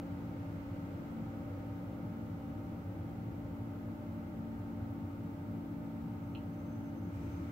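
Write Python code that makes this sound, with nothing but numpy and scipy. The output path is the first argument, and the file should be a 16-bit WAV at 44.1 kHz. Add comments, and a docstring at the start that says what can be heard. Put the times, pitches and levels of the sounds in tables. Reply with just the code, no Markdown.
"""A quiet room high in a tower, under a steady ventilation drone.
From the start, noise booms through duct resonances and moans higher up, two fans hum a third apart,
motors add a crowd of faint wavering tones and shaped noise rushes from the vents.
The moan fades midway and faint breathy whistles come and go. Near the end two quick contacts tick,
a thin whistle sets in, then the hiss steps up and a low engine drone rises."""
import sys
import numpy as np
from scipy import signal
from scipy.fft import rfft, irfft, next_fast_len
from scipy.io import wavfile
from scipy.ndimage import uniform_filter1d

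SR = 44100
rng = np.random.default_rng(int(sys.argv[2]) if len(sys.argv) > 2 else 0)


def transcribe(signal):
    """Save signal, clipped to [-1, 1], as a 16-bit WAV file at the path in sys.argv[1]."""
    frames = np.atleast_2d(signal).T
    limited = np.clip(frames, -1, 1)
    pcm = np.round(limited * 32767).astype(np.int16)
    wavfile.write(sys.argv[1], SR, pcm)


N = 331448
T = np.arange(N) / SR
BINS_HZ = np.maximum(np.fft.rfftfreq(next_fast_len(N), 1 / SR), 1)


def from_db(db):
    """Decibels to gain."""
    return 10 ** (np.asarray(db) / 20)


def rms_one(x):
    """Scale to unit power."""
    return x / np.sqrt(np.mean(np.abs(x) ** 2) + 1e-30)


def in_time(rows):
    """Each column of a curve at every sample."""
    seconds, *columns = np.transpose(rows)
    return [np.interp(T, seconds, column) for column in columns]


def over_hz(points):
    """A spectrum at every frequency, joined on a log axis and held flat beyond its ends."""
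    hz, value = np.transpose(points)
    return np.interp(np.log(BINS_HZ), np.log(hz), value)


def panned(db):
    """Left and right gains for a left-minus-right level difference."""
    return from_db(np.array([[.5], [-.5]]) * db)


def wander(corner_hz):
    """Low-passed complex noise of unit power: it shifts both the level and the phase of a tone."""
    step = 100   # samples per slow point
    pole = np.exp(-2 * np.pi * corner_hz * step / SR)
    noise = rng.standard_normal((N // step + 1002, 2)) @ [1, 1j]
    slow = signal.lfilter([1], [1, -2 * pole, pole * pole], noise)[1000:]   # drop the filter's start
    return np.interp(np.arange(N) / step, np.arange(len(slow)), rms_one(slow))


def tone(hz, lead, waver, rate):
    """A stereo tone of unit power, part steady and part wavering; the left leads by some radians."""
    swing = rms_one(1 + waver * wander(rate))
    spin = swing * np.exp(2j * np.pi * np.cumsum(hz + np.zeros(N)) / SR)
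    return np.sqrt(2) * np.real(spin * np.exp(1j * lead * np.array([[.5], [-.5]])))


# Stereo width of the air noise. Each row: frequency in Hz, side level against mid in dB.
AIR_WIDTH = [(60, -27), (110, -27), (175, -18), (220, -12), (350, -9.5), (550, -8), (660, -3.7),
             (830, -4.5), (1050, 1.8), (1800, 1.2), (2600, 0)]
# Stereo balance of the air noise. Each row: frequency in Hz, left minus right in dB.
AIR_BALANCE = [(60, -0.2), (150, 0.1), (300, 4), (700, -1), (1200, 1.5), (1800, -1.1), (4200, -1.1),
               (6400, -2.5), (9800, 1.2), (15000, 0.5)]


def air(gain):
    """Diffuse stereo noise of the given amplitude per root Hz; the bass is nearly alike on both sides."""
    size = next_fast_len(N)
    mid, side = rfft(rng.standard_normal((2, size)))
    width = from_db(over_hz(AIR_WIDTH))
    both = (mid + width * side * [[1], [-1]]) / np.sqrt(1 + width ** 2)
    return irfft(both * gain * panned(over_hz(AIR_BALANCE)), size)[:, :N] * np.sqrt(SR / 2)


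def resonating_air(modes, even_s):
    """Turbulence as noise in steep-sided resonances, evened to unit level over even_s seconds."""
    power = sum(from_db(db) ** 2 / (1 + ((BINS_HZ - hz) / width) ** 2) ** 2 for hz, width, db in modes)
    x = air(np.sqrt(power))
    recent_power = uniform_filter1d(np.mean(x ** 2, axis=0), max(int(even_s * SR), 2))
    return x / np.sqrt(recent_power + 1e-20)


# Resonances of the booming duct air, in a low and a high group, and of the hollow moan above them.
# Each row: centre in Hz, offset in Hz where it is 6 dB down, relative level in dB.
LOW_DUCT = [(62.7, 10.3, -11.5), (82.5, 15, -15), (96.8, 6.8, 0), (111.2, 9.9, -3), (121.5, 5.5, -12)]
HIGH_DUCT = [(164, 8.9, -13), (159.7, 19, -7.5), (173.1, 10.6, 1), (182.5, 5, -3)]
MOAN = [(530.5, 47, 0)]
# Slow swell of the duct air. Each row: time in seconds, low and high group levels in dB before trim.
DUCT_SWELL = [(0, -48, -48.5), (.65, -45.5, -49), (1.2, -50, -49.5), (1.6, -45.5, -53), (2.05, -50, -47.5),
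              (2.5, -46, -50.5), (2.8, -46, -50.5), (3.15, -44, -49), (3.7, -47, -52.5), (4.15, -47.5, -51),
              (4.43, -50, -50.5), (4.8, -44, -53), (5.4, -47.5, -49.5), (5.8, -49, -48.5),
              (6.4, -47, -49.5), (6.85, -48.5, -50), (7.2, -45.5, -48), (7.52, -48.5, -52)]
# Course of the moan. Each row: time in seconds, level in dB.
MOAN_LEVEL = [(0, -60.5), (.8, -60), (1.25, -58), (1.6, -57), (2, -59), (3.2, -62), (4, -75), (7.52, -81)]


def ducts(low_trim_db=-0.25, high_trim_db=0.3):
    """Turbulent air booms at random in two groups of duct resonances, and moans in a higher one."""
    low, high = in_time(DUCT_SWELL)
    moan, = in_time(MOAN_LEVEL)
    low_boom = from_db(low + low_trim_db) * resonating_air(LOW_DUCT, even_s=0.24)
    high_boom = from_db(high + high_trim_db) * resonating_air(HIGH_DUCT, even_s=.3)
    return low_boom + high_boom + from_db(moan) * resonating_air(MOAN, even_s=0.26)


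FAN_HZ, UPPER_FAN_HZ, SHAFT_HZ = 225.2, 282.6, 10.75
# Slow course of the lower fan's hum. Each row: time in seconds, level in dB before trim and flutter.
FAN_COURSE = [(0, -54.5), (.35, -47), (.55, -58), (.9, -53.5), (1.25, -46.5), (1.5, -55), (2.25, -48.5),
              (2.95, -54), (3.4, -51.5), (3.8, -47.5), (4.25, -51), (4.45, -48), (5.15, -49), (5.4, -53),
              (5.8, -47), (6.9, -51), (7.52, -53)]


def lower_fan(flutter_db=1.95, flutter_corner_hz=5.3, half_order_db=-60):
    """A hum whose level flutters around its slow course, with a softly wavering tone an octave below."""
    course, = in_time(FAN_COURSE)
    level = course + flutter_db * rms_one(np.real(wander(flutter_corner_hz)))
    hum = from_db(level - 0.3) * panned(db=1.5) * tone(FAN_HZ, lead=-0.4, waver=0.1, rate=2.2)
    return hum + from_db(half_order_db) * tone(FAN_HZ / 2, lead=0, waver=.2, rate=1.4)


def upper_fan(level_db=-48.5, wobble_rad=0.3, throb=0.058):
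    """An uneven rotor: once a turn the hum's phase rocks and its level throbs a little."""
    turn = np.cos(2 * np.pi * SHAFT_HZ * T)
    pitch = UPPER_FAN_HZ - wobble_rad * SHAFT_HZ * turn
    return from_db(level_db) * (1 + throb * turn) * tone(pitch, lead=0.36, waver=0.18, rate=1.0)


# Lasting tones of fans and motors. Each row: frequency in Hz, level in dB, left minus right in dB,
# left lead in radians, wavering part as a ratio to the steady part.
MOTOR_TONES = [(24.9, -77, 0, 0, .4), (30.3, -72, 0, 0, .3), (100.2, -58, 0, .1, .2),
               (184.4, -63, 1, .2, .6), (199.9, -71, -1, .1, .2), (228.8, -63, 3, -.4, .6),
               (261.1, -66, 9, .4, .3), (300.1, -65, 5, -.1, .3), (314.9, -67, -1, -.4, .5),
               (320, -63, 1, 0, .7), (323, -61, 5, .8, .6), (336.5, -65, 1, -.2, .3),
               (399.7, -75, 0, .1, .4), (449.5, -73, 2, 0, .4), (456.9, -74, 0, 0, .5),
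               (523.5, -73, 3, -.1, .7), (549.8, -73, 0, 0, .4), (572.6, -73, 0, 0, .4),
               (600.9, -63, -1, -.7, .6), (607.6, -70, 0, 0, .3), (633.2, -71, 5, 2.9, .2),
               (674.9, -74, 3, 2.2, .3), (749.6, -75, 6, 1.1, .3), (777.2, -66, 0, -.3, .45),
               (786.6, -75, -1, -.2, .3), (809.5, -75, 0, 1.2, .3), (900.4, -69.5, 0, .9, .5),
               (914.5, -72, -1, -.5, .3), (1049.1, -77, 0, -1.9, .2), (1127, -78, 4, 2, .7),
               (1218, -79, 6, 2.8, .3), (1250.3, -75.5, 0, -.3, .5), (1277.9, -78, 3, 1.6, .5),
               (1378.1, -79, 1, -2.9, .4), (1497, -82, 0, 1.5, .6), (1577, -82, 0, 2, .6),
               (1987, -87, 0, 1.5, .6), (2019, -86, 0, 2, .8)]


def motors():
    """Wavering machine tones, each placed between the ears by level and phase as room reflections do."""
    return sum(from_db(db) * panned(pan) * tone(hz, lead, waver, rate=2.07)
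               for hz, db, pan, lead, waver in MOTOR_TONES)


# A distant engine note that rises at the end. Each row: time in seconds, pitch in Hz, level in dB.
ENGINE = [(0, 72, -82), (6.8, 69, -91), (7.15, 75.7, -53), (7.4, 83.1, -47), (7.52, 86, -52)]


def drone():
    """A low engine note, as a gliding tone that climbs late as it gathers speed."""
    hz, db = in_time(ENGINE)
    return from_db(db) * tone(hz, lead=0, waver=0.15, rate=4.2)


# A small hard tick and its bounce. Each row: time in seconds, strength in dB.
TICKS = [(6.3489, -49.5), (6.3552, -52.5)]
# What the tick rings with. Each row: frequency in Hz, relative level in dB, 60 dB decay in seconds.
TICK_MODES = [(2470, -6, .02), (2640, -2, .025), (2810, 0, .025), (3020, -2, .02), (3270, -6, .02),
              (3650, -14, .012), (4060, -10, .025), (4190, -11, .02)]


def tick(room_db=0.5, room_t60=.2):
    """Two quick contacts ring a small hard part; the room answers with a short diffuse tail."""
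    t = T[:SR // 2]
    ring = np.zeros(len(t))
    for k, (hz, db, decay) in enumerate(TICK_MODES):
        # neighbouring modes start in opposite phase, which softens the attack
        ring += (-1) ** k * from_db(db - 60 * t / decay) * np.sin(2 * np.pi * hz * t)
    clicks = np.zeros(N)
    for s, db in TICKS:
        clicks[int(s * SR)] = from_db(db)
    room = rng.standard_normal((2, len(t))) * from_db(-60 * t / room_t60)
    room *= from_db(room_db) / np.linalg.norm(room, axis=1, keepdims=True)   # tail against direct
    room[:, 0] += 1   # the direct sound
    ringing = signal.fftconvolve(clicks, ring)[None, :N]
    return panned(db=-3.0) * signal.fftconvolve(ringing, room, axes=1)[:, :N]


# Thin air whistles that come and go. Each row: start in seconds, end in seconds, pitch in Hz,
# level in dB when fully in, corner of the random flutter in Hz.
WHISTLES = [(2.25, 3.25, 5785, -93, 25), (5.0, 7.0, 7960, -94, 150), (6.15, 6.42, 6340, -88, 40),
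            (6.45, 6.95, 6225, -81.5, 30), (6.903, 7.7, 6225, -81.5, 25)]
# the drift scales complex noise of unit power, of which the pitch takes the real part
WHISTLE_FADE_S, WHISTLE_DRIFT_HZ, WHISTLE_DRIFT_CORNER_HZ = .08, 26, 4.4


def whistle(start, end, hz, db, flutter_corner_hz):
    """A thin, breathy tone: it fades in, drifts in pitch and flutters differently on each side."""
    held = np.clip(np.minimum(T - start, end - T) / WHISTLE_FADE_S, 0, 1)
    pitch = hz + WHISTLE_DRIFT_HZ * np.real(wander(WHISTLE_DRIFT_CORNER_HZ))
    flutter = rms_one(.5 + np.array([wander(flutter_corner_hz), wander(flutter_corner_hz)]))
    sides = np.sqrt(2) * np.real(flutter * np.exp(2j * np.pi * np.cumsum(pitch) / SR))
    return from_db(db) * held * panned(db=-5.0) * sides


def faint_lines(line_db, width_hz, count=170):
    """A gain with many narrow peaks: the crowd of weak motor and panel tones within the rush."""
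    power = np.ones(len(BINS_HZ))
    for place, strength in rng.random((count, 2)):
        hz = 350 * 10 ** place   # anywhere in the decade above 350 Hz
        peak = from_db(line_db) ** 2 * strength ** 2
        power += peak / (1 + ((BINS_HZ - hz) / width_hz) ** 2) ** 2
    return np.sqrt(power)


# Spectra of the room air, the vent rush and the late soft hiss, before faint lines and level curves.
# Each row: frequency in Hz, density in dB per Hz.
ROOM_AIR = [(15, -88), (38, -95.5), (55, -79.5), (140, -78), (205, -79), (245, -79), (310, -74.5),
            (365, -83.5), (430, -85), (570, -85.5), (690, -90), (850, -88.5), (1000, -97.5), (4000, -160)]
VENT = [(600, -110), (950, -93), (1100, -91), (1350, -89), (1720, -98), (1900, -99), (2080, -95.5),
        (2450, -101.5), (2850, -103), (3400, -107.5), (4100, -109.5), (5000, -112.5), (7800, -116.5),
        (9000, -124), (16000, -135)]
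LATE_HISS = [(1000, -106), (2000, -105), (2350, -92), (2750, -109), (4200, -114), (5200, -109),
             (6500, -115), (7700, -110), (9000, -119), (16000, -114.5)]
# Strength of the vent rush. Each row: time in seconds, gain in dB before trim.
RUSH = [(0, 1.3), (.7, 1.5), (1.4, 1), (2, 0), (3.3, -0.7), (4.7, -.7), (5.6, -1), (7.05, -.8), (7.2, 1.5),
        (7.52, 2)]
# Strength of the late hiss. Each row: time in seconds, gain in dB.
LATE_LEVEL = [(0, -39), (7.05, -35), (7.14, -3), (7.3, -2.5), (7.52, -6)]


def vents(rush_trim_db=-0.5):
    """Shaped noise: steady room air, the brighter rush of the vents and a late soft hiss."""
    rush, = in_time(RUSH)
    late, = in_time(LATE_LEVEL)
    lines = faint_lines(line_db=5.0, width_hz=1.97)
    room_air = air(from_db(over_hz(ROOM_AIR)) * lines)
    vent_rush = from_db(rush + rush_trim_db) * air(from_db(over_hz(VENT)) * lines)
    return room_air + vent_rush + from_db(late) * air(from_db(over_hz(LATE_HISS)))


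def scene():
    """Everything that reaches the microphones."""
    machines = lower_fan() + upper_fan() + motors()
    whistles = sum(whistle(*row) for row in WHISTLES)
    return ducts() + machines + drone() + tick() + whistles + vents()


# Self-noise of the microphones. Each row: frequency in Hz, density in dB per Hz.
MIC_HISS = [(7500, -122), (9300, -121.5), (10800, -118), (12500, -112.6), (15500, -110.4)]
CUTOFF_HZ = 15720


def record(dry):
    """The microphones add their own hiss; a steep elliptic low-pass cuts the top."""
    noisy = dry + air(from_db(over_hz(MIC_HISS)))
    top_cut = signal.ellip(12, .1, 70, CUTOFF_HZ, fs=SR, output="sos")   # ripple, stopband in dB
    return signal.sosfilt(top_cut, noisy)


dry = scene()
out = record(dry)
transcribe(out)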